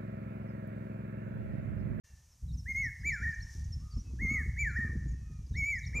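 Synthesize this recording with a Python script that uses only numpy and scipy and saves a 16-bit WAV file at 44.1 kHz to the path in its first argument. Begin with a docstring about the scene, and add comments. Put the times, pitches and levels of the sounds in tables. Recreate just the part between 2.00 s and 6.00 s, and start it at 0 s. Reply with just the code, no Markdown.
"""In a wood, a bird whistles a loud, fluting two-note call three times over; trunks and leaves
scatter it into a soft tail. A small bird twitters high above it in quick sliding whistles.
Far off, other birds call and an animal repeats a cry made hoarse by a throb in its voice.
Leaves hiss faintly and stir once, a breeze buffets the microphone, and a dull scuff comes at the end."""
import sys
import numpy as np
from scipy import signal
from scipy.fft import rfft, irfft
from scipy.io import wavfile
from scipy.ndimage import uniform_filter1d

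SR = 44100
rng = np.random.default_rng(int(sys.argv[2]) if len(sys.argv) > 2 else 0)


def digitize_waveform(pressure):
    """Quantize a signal to 16-bit integers and store it at the path in sys.argv[1].

    Rows of a 2-D input are taken as channels; values are limited to [-1, 1].
    """
    field = np.atleast_2d(pressure).T
    bounded = np.clip(field, -1, 1)
    quanta = np.round(bounded * 32767).astype(np.int16)
    wavfile.write(sys.argv[1], SR, quanta)


N = 176400
T = np.arange(N) / SR
LEAD = SR   # the calls' tracks begin one second early, so the wood is already ringing at the start


def from_db(db):
    """Turn decibels into a gain."""
    return 10 ** (np.asarray(db) / 20)


def rms_one(x):
    """Scale a signal to an average strength (rms) of 1."""
    return x / np.sqrt(np.mean(x ** 2) + 1e-20)


def in_time(rows):
    """Join (time_s, value) points with straight lines, giving a value at every sample."""
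    return np.interp(T, *np.transpose(rows))


def drift(rate_hz, size):
    """A smooth random wobble of about 1 either way; a higher rate wobbles faster."""
    step = 40   # samples between random values
    memory = np.exp(-2 * np.pi * rate_hz * step / SR)
    draws = rng.standard_normal(N // step + 2002)
    slow = signal.lfilter([1], [1, -2 * memory, memory * memory], draws)[2000:]
    return np.interp(np.arange(size) / step, np.arange(len(slow)), rms_one(slow))


def colour(x, points):
    """Turn a sound's lows and highs up or down along (frequency_hz, gain_db) points."""
    hz, db = np.transpose(points)
    gain_db = np.interp(np.log(np.fft.rfftfreq(N, 1 / SR) + 1), np.log(hz), db)
    return irfft(rfft(x) * from_db(gain_db), N)


def noise(points):
    """Noise of strength 1, its tone set by (frequency_hz, gain_db) points."""
    return rms_one(colour(rng.standard_normal(N), points))


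def add(out, start_s, x):
    """Mix a sound into a track that begins LEAD samples early."""
    i = max(int(start_s * SR) + LEAD, 0)
    out[i:i + len(x)] += x[:len(out) - i]


def whistle_notes(shape, notes):
    """A nearly pure whistle glides along a shape; high notes are pressed and so brighter."""
    # faint higher tones: pitch_multiple, level_db, growth_db_per_octave, flutter_radians
    overtones = [(2, -41, 40, .1), (3, -25.5, 77, .2), (4, -49, 33.5, .7), (5, -56, 2, 1.0),
                 (6, -41.5, 42, 1.1), (7, -51.5, 3, 1.4)]
    reference_hz, growth_floor_db = 2145, -21
    catch_s, catch_width_s, catch_db = .737, 0.0064, 50   # the voice catches once
    out = np.zeros(N + LEAD)
    shape_s, shape_hz, shape_db = np.transpose(shape)
    for start_s, pitch_ratio, stretch, level_db, bright_db in notes:
        t = np.arange(int(shape_s[-1] * stretch * SR)) / SR
        glide_hz = uniform_filter1d(np.interp(t / stretch, shape_s, shape_hz), size=400, mode="nearest")
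        hz = pitch_ratio * glide_hz * (1 + 0.002 * drift(43, len(t)))
        phase = 2 * np.pi * np.cumsum(hz) / SR
        db = np.interp(t / stretch, shape_s, shape_db) + level_db + 1.2 * drift(30, len(t))
        db -= catch_db * np.exp(-((start_s + t - catch_s) / catch_width_s) ** 2)
        tone = np.sin(phase)
        for multiple, overtone_db, db_per_octave, flutter in overtones:
            growth_db = np.maximum(db_per_octave * np.log2(hz / reference_hz), growth_floor_db)
            gain = from_db(overtone_db + bright_db + growth_db + 3 * drift(74, len(t)))
            tone += gain * np.sin(multiple * phase + flutter * drift(170, len(t)))
        fade = np.clip(np.minimum(t, t[-1] - t) / .008, 0, 1)   # 8 ms at each end
        add(out, start_s, fade * from_db(db) * tone)
    return out


def whistling_bird():
    """The loud bird's call: a note that arches twice, then a swoop that ends in a warble."""
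    # the shape of each note: time_in_note_s, pitch_hz, level_db
    arch = [(0, 1520, -53), (.015, 1884, -42), (.033, 2134, -33.5), (.052, 2180, -29), (.086, 2080, -28),
            (.127, 2206, -28), (.162, 2215, -28.5), (.193, 1985, -28.5), (.223, 1799, -32.5),
            (.243, 1626, -46.5), (.253, 1590, -74.5)]
    swoop = [(0, 1493, -55), (.019, 2094, -38.5), (.034, 2315, -32), (.049, 2354, -29.5),
             (.067, 2279, -30.5), (.094, 1900, -33), (.116, 1737, -31), (.149, 1427, -47.5),
             (.174, 1367, -55), (.189, 1461, -47), (.202, 1753, -34), (.214, 1937, -32),
             (.231, 1738, -31.5), (.249, 1895, -32), (.272, 1818, -33.5), (.298, 1786, -38),
             (.312, 1680, -42.5), (.322, 1630, -53.5)]
    # each time it is sung: start_s, pitch_ratio, length_ratio, level_db, overtones_db
    arches = [(0.653, 0.99, 1.01, -4.5, 1.5), (2.185, 1.0, 1.006, -3, -1), (3.539, 1.045, 1.06, -3, 0)]
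    swoops = [(-.57, .98, 1.0, 0, 0), (1.029, .998, 1.0, 0, 1.5), (2.559, 1.0, 1.016, 0, 1),
              (3.926, 1.027, 1.0, -2, -1.5)]
    return whistle_notes(arch, arches) + whistle_notes(swoop, swoops)


def tree_echoes(x):
    """Dense echoes: a quick bloom from near treetops and a longer, duller tail from the wood."""
    first_echo_s, build_s = 0.0044, 0.0036
    t = np.arange(int(1.5 * SR)) / SR
    swell = 1 - np.exp(-np.maximum(t - first_echo_s, 0) / build_s)

    def scatter(level_db, fade_s):
        """Countless echoes blur into noise that falls 60 dB in fade_s."""
        return from_db(level_db) * rms_one(rng.standard_normal(len(t)) * swell * from_db(-60 * t / fade_s))

    early = scatter(level_db=-11.5, fade_s=0.74)
    late = scatter(level_db=-15.5, fade_s=0.94)
    foliage = signal.butter(2, 3930, fs=SR, output="sos")   # leaves soak up the tail's treble
    echoes = early + signal.sosfilt(foliage, late)
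    return signal.fftconvolve(x, echoes / np.sqrt(len(t)))[:len(x)]


def leaves_and_airy_hiss(whistle):
    """Leaves hiss and stir once, and an airy hiss follows the whistle; in stereo, wide only up high."""
    # loudness of the leaves and of an extra high hiss: time_s, level_db
    leaf_levels = [(0, -68), (.55, -73), (1.3, -65.5), (1.7, -68.5), (2.15, -68.5), (2.8, -68.5),
                   (3.3, -71), (4, -69.5)]
    treble_levels = [(0, -77.5), (.55, -76), (.75, -70), (1.0, -75), (1.15, -81), (1.45, -79), (1.9, -80),
                     (2.15, -90), (2.4, -68.5), (2.55, -79), (2.88, -78), (2.98, -87), (3.5, -85),
                     (3.65, -73), (3.88, -77), (4, -83)]
    # the tone of each hiss: frequency_hz, gain_db
    leaf_tone = [(100, -2.5), (400, -0.5), (900, 0), (1500, -2), (3000, -2.5), (3800, -3), (5000, 2),
                 (5800, 9), (6700, 6.5), (7500, -2), (10000, -7), (14000, -14.5)]
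    treble_tone = [(5000, -24), (7000, 1.5), (8500, 2.5), (11000, -4), (14000, -2)]
    rustle_tone = [(2500, -23), (4200, -15.5), (5800, 1.5), (7500, -11), (10000, -19.5), (14000, -24.5)]
    airy_tone = [(2500, -37.5), (3600, -30), (4400, 8.5), (5200, -2.5), (6400, 12), (7600, -19), (9200, -2),
                 (11000, -12.5), (13000, 0), (14000, -13)]
    # how much left and right differ: frequency_hz, gain_db
    width = [(100, -51), (3300, -39.5), (4800, -25.5), (6500, -11), (9000, -4), (14000, -5.5)]
    rustle_s, rustle_width_s = 1.546, 0.082
    leaves = from_db(in_time(leaf_levels) + .5 * drift(50, N))
    treble = from_db(in_time(treble_levels))
    rustle = from_db(-59 + 2 * drift(70, N)) * np.exp(-np.abs(T - rustle_s) / rustle_width_s)
    airy = from_db(-35.5) * uniform_filter1d(np.abs(whistle), size=900)
    layers = [(leaves, leaf_tone), (treble, treble_tone), (rustle, rustle_tone), (airy, airy_tone)]
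    centre = sum(gain * noise(tone) for gain, tone in layers)
    side = sum(gain * noise(tone) for gain, tone in layers)
    return centre + colour(side, width) * np.array([[1], [-1]])


def breeze():
    """Wind on the microphone makes a lumpy rumble, with a higher flutter in some gusts."""
    # loudness of the rumble and the flutter: time_s, level_db
    rumble_levels = [(0.0, -90), (0.04, -59.5), (.09, -76), (0.11, -51.5), (.25, -63), (0.4, -61.5),
                     (0.43, -39), (0.56, -34.5), (0.66, -43), (.7, -40), (0.91, -39), (0.935, -52.5),
                     (1.03, -37), (1.13, -39), (1.18, -45), (1.24, -30.5), (1.365, -48.5), (1.39, -38.5),
                     (1.46, -41.5), (1.535, -51.5), (1.57, -36.5), (1.85, -37.5), (1.885, -47), (1.93, -38),
                     (1.99, -30.5), (2.04, -53), (2.07, -39), (2.26, -34.5), (3.0, -36), (3.12, -32),
                     (3.26, -43), (3.34, -40), (3.48, -41.5), (3.52, -33), (3.62, -35), (3.68, -46.5),
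                     (3.75, -40.5), (4, -35.5)]
    flutter_levels = [(0, -94), (1.85, -79), (2.1, -62.5), (2.3, -55), (2.56, -84), (2.92, -56.5),
                      (3.25, -71.5), (3.56, -70.5), (3.75, -84), (4, -49.5)]
    # their tones: frequency_hz, gain_db
    rumble_tone = [(12, -43), (24, -25.5), (35, -10), (48, 2.5), (64, 7.5), (90, 1.5), (125, -3.5),
                   (165, -10), (245, -25.5), (350, -49), (500, -51), (800, -65.5), (1500, -80)]
    flutter_tone = [(80, -32.5), (200, 10), (300, 0.5), (450, -10.5), (700, -27.5), (1100, -22.5),
                    (2500, -54)]
    gusts = from_db(in_time(rumble_levels) - 1.5 + 2.5 * drift(39, N))
    rumble = noise(rumble_tone)
    swells = np.sqrt(uniform_filter1d(rumble ** 2, size=int(.05 * SR)) + .05)
    even_rumble = rumble / swells   # take out the noise's own chance swells
    flutter = from_db(in_time(flutter_levels) + 5 * drift(21, N)) * noise(flutter_tone)
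    return gusts * even_rumble + flutter


def sliding_whistles(rows, bend_hz, jitter):
    """Short whistles that swell and fade as they slide, their pitch bent in the middle."""
    big_drop_hz, hang_hz = 1450, 550   # whistles that fall this far hang, then plunge
    out = np.zeros(N + LEAD)
    for start_s, length_s, from_hz, to_hz, level_db in rows:
        progress = np.linspace(0, 1, int(length_s * SR))
        hump = np.sin(np.pi * progress)
        hump_hz = hang_hz if from_hz - to_hz > big_drop_hz else bend_hz
        hz = from_hz + (to_hz - from_hz) * progress + hump_hz * hump
        hz *= 1 + jitter * drift(90, len(progress))
        add(out, start_s, from_db(level_db) * hump * np.sin(2 * np.pi * np.cumsum(hz) / SR))
    return out


def far_birds():
    """Distant birds give faint, gently falling whistles."""
    # each call: start_s, length_s, from_hz, to_hz, level_db
    calls = [(.02, 0.15, 2800, 2640, -77), (1.35, .38, 920, 842, -77.5), (2.04, .087, 2630, 2500, -69.5),
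             (3.08, 0.46, 2673, 2270, -76)]
    return sliding_whistles(calls, bend_hz=11, jitter=0.0041)


def small_bird():
    """A small bird twitters in quick, high, sliding whistles."""
    # each chirp: start_s, length_s, from_hz, to_hz, level_db
    chirps = [(.31, 0.036, 5900, 5060, -67), (.475, 0.051, 4030, 3724, -66), (.51, 0.015, 3800, 4620, -67),
              (.522, 0.038, 5800, 5170, -60), (.568, 0.048, 6500, 5060, -55),
              (.715, 0.047, 5350, 5000, -66), (.748, 0.03, 6580, 4500, -60), (.82, 0.049, 5910, 5340, -58),
              (.84, 0.033, 6360, 5030, -50.5), (1.0, 0.029, 5280, 5000, -63),
              (1.075, 0.033, 4000, 3760, -66), (1.104, 0.015, 3890, 4870, -60),
              (1.118, 0.036, 5710, 5210, -51), (1.215, 0.042, 5870, 5800, -60),
              (1.305, 0.028, 5350, 4900, -63), (1.336, 0.026, 6900, 4630, -55.5),
              (1.402, 0.018, 4030, 4770, -58), (1.416, 0.031, 5780, 5300, -49.5),
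              (1.642, 0.015, 6800, 4700, -61), (1.718, 0.036, 5800, 5180, -48),
              (1.905, .04, 4810, 4540, -59.5), (1.93, 0.035, 5800, 5200, -60),
              (1.968, 0.029, 5730, 5220, -56), (1.99, 0.026, 6070, 5650, -54.5),
              (2.695, 0.027, 4720, 3900, -64), (2.757, 0.025, 5750, 5100, -61),
              (3.078, 0.024, 7150, 6640, -60.5), (3.11, 0.02, 7000, 6200, -62.5),
              (3.462, 0.014, 5130, 4770, -65), (3.49, 0.014, 6630, 5250, -65),
              (3.525, 0.041, 3990, 3650, -64), (3.55, .014, 3770, 4780, -59.5),
              (3.56, 0.038, 5800, 5200, -50), (3.748, 0.029, 5400, 4950, -54),
              (3.781, 0.023, 7000, 4500, -50.5), (3.822, 0.044, 4000, 3690, -60.5),
              (3.849, 0.01, 3920, 4840, -54.5), (3.86, 0.027, 5940, 5240, -48.5)]
    return sliding_whistles(chirps, bend_hz=-100, jitter=.014)


def wind_buffets():
    """Single swirls of air hit the microphone, each with a short, low thump."""
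    # each hit: start_s, level_db
    hits = [(0.424, -66), (0.553, -50), (0.687, -49.5), (0.789, -47), (0.857, -47), (1.05, -38.5),
            (1.201, -41.5), (1.25, -50), (1.55, -47), (1.968, -38), (2.134, -39), (2.216, -34.5),
            (2.246, -33.5), (2.309, -32), (2.341, -37.5), (2.404, -36), (2.457, -39.5), (2.655, -41),
            (2.696, -41.5), (2.782, -33), (2.847, -33), (2.888, -37.5), (2.93, -37.5), (2.952, -36),
            (3.011, -56), (3.057, -36), (3.142, -51.5), (3.505, -39), (3.552, -42), (3.624, -43)]
    # the tone of a thump: frequency_hz, gain_db
    thump_tone = [(30, -16.5), (70, -8), (140, 5.5), (220, 2), (330, -12.5), (480, -24), (800, -47.5),
                  (1500, -51.5), (3000, -90.5)]
    boost_db, rise_s, decay_s = 5.5, 0.0048, 0.012
    push = np.zeros(N)
    for start_s, level_db in hits:
        age = np.clip(T - start_s, 0, 1)
        push += from_db(level_db + boost_db) * (1 - np.exp(-age / rise_s)) * np.exp(-age / decay_s)
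    return push * noise(thump_tone)


def far_cries():
    """A distant animal repeats one cry; a throb in its voice makes it hoarse."""
    # the cry rises, holds and drops: time_in_cry_s, pitch_hz, level_db
    shape = [(0, 1067, -13), (0.031, 1150, -6.5), (.06, 1263, -6), (.1, 1218, -1), (.175, 1235, -0.5),
             (.205, 1136, -5), (0.221, 1110, -23)]
    # each cry: start_s, pitch_ratio, length_ratio, level_db
    cries = [(1.791, 1.007, 0.9, -65), (2.216, 1.02, 1.0, -59.5), (2.71, 1.015, 0.97, -64),
             (3.201, 1.02, 0.97, -73)]
    throb_hz, throb_depth = 92.1, 0.54
    out = np.zeros(N + LEAD)
    shape_s, shape_hz, shape_db = np.transpose(shape)
    for start_s, pitch_ratio, stretch, level_db in cries:
        t = np.arange(int(shape_s[-1] * stretch * SR)) / SR
        hz = pitch_ratio * np.interp(t / stretch, shape_s, shape_hz)
        gain = from_db(level_db + np.interp(t / stretch, shape_s, shape_db))
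        throb = 1 + throb_depth * np.sin(2 * np.pi * throb_hz * t + drift(30, len(t)))
        fade_in = np.minimum(t / .008, 1)
        add(out, start_s, fade_in * throb * gain * np.sin(2 * np.pi * np.cumsum(hz) / SR))
    return out


def scuff():
    """A dull scuff of noise sets in just before the end."""
    # its tone: frequency_hz, gain_db
    tone = [(100, 11.5), (250, 8), (450, 2.5), (750, -11), (1150, -2), (1600, -28), (3000, -37),
            (9000, -26), (14000, -40)]
    start_s, rise_s, level_db = 3.943, 0.0048, -45
    return from_db(level_db) * np.clip((T - start_s) / rise_s, 0, 1) * noise(tone)


def scene():
    """Calls from three distances echo in one wood, over leaves and wind."""
    near = whistling_bird()
    small = small_bird()
    far = far_birds() + far_cries()
    direct = near + from_db(0.5) * small + from_db(-0.5) * far
    calls = direct + tree_echoes(near + from_db(2.5) * small + far)
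    return calls[LEAD:] + breeze() + scuff() + wind_buffets() + leaves_and_airy_hiss(near[LEAD:])


def record(dry):
    """The microphone opens with a quick fade, and the highest treble is cut."""
    open_s, fade_s, cutoff_hz = 0.036, 0.011, 14300
    opened = dry * np.clip((T - open_s) / fade_s, 0, 1)
    return signal.sosfilt(signal.ellip(12, .1, 80, cutoff_hz, fs=SR, output="sos"), opened)


dry = scene()
out = record(dry)
digitize_waveform(out)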